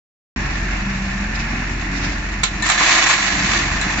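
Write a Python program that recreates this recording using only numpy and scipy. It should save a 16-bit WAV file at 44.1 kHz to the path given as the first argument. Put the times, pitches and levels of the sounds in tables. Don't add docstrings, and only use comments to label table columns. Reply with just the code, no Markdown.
import sys
import numpy as np
from scipy import signal
from scipy.fft import rfft, irfft
from scipy.io import wavfile
from scipy.ndimage import uniform_filter1d

SR = 44100
rng = np.random.default_rng(int(sys.argv[2]) if len(sys.argv) > 2 else 0)


def int16_out(signal):
    q = np.round(np.clip(np.atleast_2d(signal).T, -1, 1) * 32767)
    wavfile.write(sys.argv[1], SR, q.astype(np.int16))


N = 176400
T = np.arange(N) / SR

# time in seconds, level in dB.
POUR_LEVEL = [(2.6, -34.5), (2.67, -20), (2.705, -10.5), (2.77, -16), (2.82, -8.5), (2.94, -5),
              (3.04, -10.5), (3.12, -6), (3.21, -14.5), (3.28, -16.5), (3.34, -20), (3.47, -19),
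              (3.55, -14), (3.67, -24.5), (3.85, -26.5), (4, -24)]
# start in seconds, level in dB, left over right in dB,
# brightness in dB per octave.
STONE_HITS = [(2.4333, -6.5, -6.5, 1), (2.4364, -10, 2, -5), (2.6235, -15, 10, 2.5), (2.6651, -15, 7, 1),
              (2.6868, -19, 0, -4), (2.699, -6, -5, -11), (2.757, -11, -6, -1), (2.811, -8, -2, -14),
              (2.9379, -7, 3, -2), (2.975, -7, -5.5, -1), (3.088, -9.5, -12, 4.5), (3.2704, -19, -3, -7),
              (3.8132, -18.5, 1, 6), (3.8996, -17.5, -1, -5.5)]
# start in seconds, level in dB.
BUCKET_HITS = [(2.6245, -12.5), (2.6653, -19)]
# peak time in seconds, half-width in seconds, level in dB.
GRIT_SWELLS = [(0.55, 0.036, -38.5), (1.36, 0.0088, -32.5), (1.408, 0.013, -32.5), (1.968, 0.02, -33.5),
               (2.035, 0.016, -34), (2.09, 0.048, -35.5)]
# pitch in Hz, level in dB, seconds to fade by 60 dB.
HOPPER_MODES = [(714, -23.5, .05), (1039.7, -13, 0.045), (1208, -11, 0.044), (1350, -16, 0.034),
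                (1772, -9.5, 0.044), (2240.6, -10.5, 0.053), (2330, -16, 0.049), (2760, -17, 0.022),
                (3477, -12.5, 0.086), (3986, -7.5, 0.033), (4260, -21, 0.027), (7100, -7, 0.012)]
BUCKET_MODES = [(1019, -12.5, 0.1495), (1804, -3, 0.076), (3500, -11, 0.063), (6860, -7.5, 0.092)]
# frequency in Hz, relative spectral density in dB.
GRAVEL_COLOUR = [(200, -5.5), (340, -4), (450, -17), (660, -5), (1050, -3.5), (1400, -3.5), (1900, 3),
                 (2450, 1.5), (3000, -4.5), (4000, -5.5), (4900, -10), (6300, -5.5), (7500, -6)]
CRACK_COLOUR = [(400, -15), (1000, -7), (1900, -1.5), (2700, 6.5), (3250, 0), (4050, 3), (5000, -9),
                (6600, 0.5), (7500, 6), (8300, -7.5)]
GRIT_COLOUR = [(1200, -15), (2000, -2), (3800, 2.5), (5600, 2.5), (7500, -5.5)]
RUMBLE_COLOUR = [(20, -6.5), (35, -17), (60, 4.5), (100, -2), (150, 0.5), (220, -2.5), (270, -7), (340, -5),
                 (430, -18.5), (600, -39)]
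CLATTER_COLOUR = [(400, -10.5), (510, -10), (680, -3), (1000, -4.5), (1300, -4), (1850, 1), (2650, -1.5),
                  (3150, -18), (4000, -16.5), (4700, -19.5), (6300, -22.5), (7500, -31)]
# time in seconds, firing rate in Hz, gain in dB.
LOADER_REVS = [(.36, 73.8, -14), (.7, 68.04, -16), (.82, 66.2, 2), (1.03, 63.66, 3), (1.22, 66.8, 0.5),
               (1.5, 78.7, -0.5), (1.75, 89.4, -5), (1.95, 94.3, 3), (2.08, 94.6, 0.5), (2.25, 101.9, -7),
               (2.7, 103.2, -2.5), (3.1, 102, -6), (3.4, 96.06, 4), (3.6, 97.35, -6.5), (3.85, 98.15, -3),
               (4, 96.5, 2)]
# time in seconds, roughness from 0 to 1.
LOADER_ROUGHNESS = [(1.1, 0.26), (1.5, 0.43), (2.1, 0.39), (3.3, .75)]
# multiple of the firing rate, base level in dB.
LOADER_PARTIALS = [(1, -44.5), (2, -40), (2.5, -51.5), (3, -36), (4, -52.5)]
TRUCK_PARTIALS = [(.5, -49), (1, -28.5), (1.5, -43), (2, -44.5), (3, -44), (4, -44.5), (5, -45.5)]
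# time in seconds, gain in dB.
TRUCK_FADER = [(.36, 1.5), (.74, 5.5), (.95, 1), (1.4, 2.5), (2.4, 2), (3.2, -4.5), (3.75, 1.5), (4, -2)]
RUMBLE_FADER = [(.36, -27), (.7, -28.5), (1.05, -33), (1.6, -29), (2.5, -31.5), (3.1, -38), (3.45, -28),
                (3.7, -29.5), (4, -30.5)]
CLATTER_FADER = [(.38, -28), (.53, -28), (.64, -30), (.73, -26), (.84, -30), (1.25, -30), (1.33, -28.5),
                 (1.55, -27.5), (1.6, -29), (1.635, -27.5), (1.7, -31), (1.98, -29), (2.04, -26.5),
                 (2.1, -29), (2.18, -30.5), (2.6, -30.5), (3.7, -26)]
# pitch in Hz, bandwidth in Hz, level against the clatter in dB.
PANEL_MODES = [(1788, 85, -12), (5530, 95, -20.5)]
# frequency in Hz, side over mid in dB, left over right in dB (eased in the bass).
POUR_STEREO = [(200, -32.5, -19), (330, -15.5, -5.5), (530, -8, 7), (950, -17, 4), (1810, -4.5, -6.5),
               (2730, 2, 1), (4550, -1.5, -10), (7600, 0.5, 3.5)]
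ENGINE_STEREO = [(50, -37.5, 6.5), (170, -44, 1), (308, -12, -3), (540, 0, -3.5), (940, -5, 0),
                 (1600, -4.5, -2.5), (2820, 2, 0.5), (4730, 0, -6), (7400, 5.5, -3)]

TRUCK_FIRING_HZ = 44.95
PIPE_HZ, PIPE_WIDTH_HZ = 199.6, 14.3
GRAIN_SPREAD_DB, GRAIN_DECAY_S = 2.5, 0.0047
CRACK_RISE_S, CRACK_DECAY_S, CLANK_RISE_S = 0.0017, 0.0035, 0.0026
MONO_BELOW_HZ, NOISE_TOP_HZ, MIX_TOP_HZ = 1500, 7500, 8450
DUCK_ABOVE_DB, DUCK_SLOPE, RELEASE_DB_PER_S, PEAK_CEILING = -17, 0.55, 27.5, 0.68


def gravel():
    clicks = contacts(per_second=1000)
    rush = coloured(lambda: grains(clicks), GRAVEL_COLOUR, POUR_STEREO, flicker_db=0.26)
    rush = rms_one(reflected(rush, t60=0.059, wet_db=-10.5))
    brightness = np.full(N, -1.5)
    steel = rms_one(low_pass(hopper(np.array([clicks, clicks]), brightness), NOISE_TOP_HZ))
    flow = from_db(in_time(POUR_LEVEL)[0] + 0.5 * drift(25))
    return flow * (from_db(0.33) * rush + from_db(-9.5) * steel)


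def stones():
    clicks, brightness, bursts = np.zeros((2, N)), np.zeros(N), 0
    for start, db, pan_db, tilt_db in STONE_HITS:
        gain, age = from_db(db) * panned(pan_db), np.maximum(T - start, 0)
        clicks[:, int(start * SR)] = gain[:, 0]
        brightness[int(start * SR)] = tilt_db
        bursts = bursts + gain * np.exp(-age / CRACK_DECAY_S) * (1 - np.exp(-age / CRACK_RISE_S))
    noise = coloured(white, CRACK_COLOUR, POUR_STEREO, flicker_db=7.5, top_hz=MIX_TOP_HZ)
    crack = from_db(-5) * bursts * noise
    steel = from_db(-1.5) * hopper(clicks, brightness)
    return reflected(steel + crack, t60=0.16, wet_db=-4)


def hopper(clicks, brightness):
    hits, out = np.flatnonzero(clicks[0]), 0
    for hz, db, t60 in HOPPER_MODES:
        chance = rng.standard_normal((12000, 2))[np.arange(len(hits)) % 12000].T
        if hz < MONO_BELOW_HZ:
            chance = chance[0]
        strength = np.sign(chance) * np.abs(chance) ** .5
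        tilt = from_db(brightness[hits] * np.log2(hz / 2000))
        struck = np.zeros((2, N))
        struck[:, hits] = clicks[:, hits] * strength * tilt
        out = out + from_db(db) * ring(struck, hz, t60)
    return out


def bucket():
    out = np.zeros((2, N))
    for start, db in BUCKET_HITS:
        age = np.maximum(T - start, 0)
        for hz, mode_db, t60 in BUCKET_MODES:
            envelope = (1 - np.exp(-age / CLANK_RISE_S)) * from_db(-60 * age / t60)
            phase = 2 * np.pi * hz * age + rng.uniform(0, 2.4, (2, 1))
            out += from_db(db + mode_db) * envelope * np.sin(phase)
    return reflected(out, t60=0.13, wet_db=-3.5)


def grit():
    level = sum(from_db(db) * np.exp(-.5 * ((T - peak) / width) ** 2) for peak, width, db in GRIT_SWELLS)
    clicks = contacts(per_second=7200)
    return level * coloured(lambda: grains(clicks), GRIT_COLOUR, ENGINE_STEREO, flicker_db=1.5)


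def engines():
    loader_hz, loader_db = in_time(LOADER_REVS)
    idle, rev = firing(TRUCK_FIRING_HZ, wander=0.0015), firing(loader_hz, wander=0.004)
    truck = exhaust(idle, TRUCK_PARTIALS, rough=0.15, boom_db=0)
    loader = exhaust(rev, LOADER_PARTIALS, rough=in_time(LOADER_ROUGHNESS)[0], boom_db=8)
    notes = from_db(in_time(TRUCK_FADER)[0]) * truck + from_db(loader_db) * loader
    knock = 1 + 0.24 * (np.cos(idle) + np.cos(rev)) / 2
    rumble = coloured(lambda: white() * knock, RUMBLE_COLOUR, ENGINE_STEREO, flicker_db=1.63)
    rumble *= from_db(in_time(RUMBLE_FADER)[0])
    clatter = coloured(lambda: white() * knock, CLATTER_COLOUR, ENGINE_STEREO, flicker_db=0.7)
    clatter = from_db(0.1 + in_time(CLATTER_FADER)[0]) * (clatter + panels(knock))
    return notes + rumble + reflected(clatter, t60=0.17, wet_db=-10)


def firing(hz, wander):
    return 2 * np.pi * np.cumsum(hz * (1 + wander * drift(8.2))) / SR


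def exhaust(phase, partials, rough, boom_db):
    out, firing_hz = 0, np.gradient(phase) * SR / (2 * np.pi)
    steady = np.sqrt(2 * (1 - rough ** 2))
    for multiple, db in partials:
        boom = boom_db / (1 + ((multiple * firing_hz - PIPE_HZ) / PIPE_WIDTH_HZ) ** 2)
        angle = multiple * phase + rng.uniform(0, 2 * np.pi)
        tone = (steady + rough * drift(22)) * np.sin(angle) + rough * drift(22) * np.cos(angle)
        out = out + from_db(db + boom) * tone
    return out


def panels(knock):
    out = 0
    for hz, width, db in PANEL_MODES:
        rattle = rms_one(ring(white() * knock, hz, t60=np.log(1000) / (np.pi * width)))
        playhead = np.cumsum(1 + 0.011 * drift(6)) % N
        wavering = np.array([np.interp(playhead, np.arange(N), side) for side in rattle])
        out = out + from_db(db + 2 * drift(9)) * wavering
    return low_pass(out, NOISE_TOP_HZ)


def reflected(x, t60, wet_db):
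    age = T[:SR // 2]
    tail = low_pass(rng.standard_normal((2, len(age))) * from_db(-60 * age / t60), NOISE_TOP_HZ)
    tail /= np.sqrt(np.sum(tail ** 2, axis=1, keepdims=True))
    return x + from_db(wet_db) * signal.fftconvolve(x, tail, axes=1)[:, :N]


def contacts(per_second):
    strength = from_db(GRAIN_SPREAD_DB * np.minimum(rng.exponential(1, N), 4.5))
    return strength * (rng.random(N) < per_second / SR)


def grains(clicks):
    power = signal.lfilter([1], [1, -np.exp(-1 / (GRAIN_DECAY_S * SR))], clicks ** 2 + 1e-18)
    return white() * np.sqrt(power)


def ring(clicks, hz, t60):
    decay, step = from_db(-60 / (t60 * SR)), 2 * np.pi * hz / SR
    return signal.lfilter([0, np.sin(step)], [1, -2 * decay * np.cos(step), decay ** 2], clicks + 1e-18)


def coloured(make_noise, colour, stereo, flicker_db, top_hz=NOISE_TOP_HZ):
    hz, stereo = np.maximum(np.fft.rfftfreq(N, 1 / SR), 1), np.array(stereo)
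    mid, side = rfft(make_noise())
    bottom_hz = .8 * colour[0][0]
    band = 1 / np.sqrt((1 + (bottom_hz / hz) ** 8) * (1 + (hz / top_hz) ** 200))
    width = from_db(at_hz(stereo[:, :2], hz))
    balance = panned(at_hz(stereo[:, ::2], hz) * hz ** 2 / (hz ** 2 + 500 ** 2))
    spread = balance * (mid + width * side * [[1], [-1]]) / np.hypot(1, width)
    noise = irfft(band * from_db(at_hz(colour, hz)) * spread, N)
    return rms_one(noise) * from_db(flicker_db * drift(21))


def drift(rate_hz):
    hop = 40
    pole = np.exp(-2 * np.pi * rate_hz * hop / SR)
    slow = signal.lfilter([1], [1, -2 * pole, pole ** 2], rng.standard_normal(N // hop + 2002))[2000:]
    return np.interp(np.arange(N) / hop, np.arange(len(slow)), rms_one(slow))


def white():
    return rng.standard_normal((2, N))


def low_pass(x, hz):
    return signal.sosfilt(signal.ellip(10, .3, 85, hz, fs=SR, output="sos"), x)


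def in_time(rows):
    seconds, *columns = np.transpose(rows)
    return [np.interp(T, seconds, column) for column in columns]


def at_hz(rows, hz):
    row_hz, values = np.transpose(rows)
    return np.interp(np.log(hz), np.log(row_hz), values)


def panned(pan_db):
    return from_db(np.array([[.5], [-.5]]) * pan_db)


def from_db(db):
    return 10 ** (np.asarray(db) / 20)


def rms_one(x):
    return x / np.sqrt(np.mean(x ** 2) + 1e-20)


def scene():
    return engines() + grit() + bucket() + stones() + gravel()


def record(dry):
    power = uniform_filter1d(np.mean(dry ** 2, axis=0), size=1764)
    level_db = 10 * np.log10(np.maximum(power, 1e-12))
    duck_db = np.maximum(level_db - DUCK_ABOVE_DB, 0) * DUCK_SLOPE
    held_db = np.maximum.accumulate(duck_db + RELEASE_DB_PER_S * T) - RELEASE_DB_PER_S * T
    ducked = dry * from_db(-uniform_filter1d(held_db, size=441)) * (T > 0.361)
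    rounded = ducked / (1 + (ducked / PEAK_CEILING) ** 4) ** .25
    return low_pass(rounded, MIX_TOP_HZ)


dry = scene()
out = record(dry)
int16_out(out)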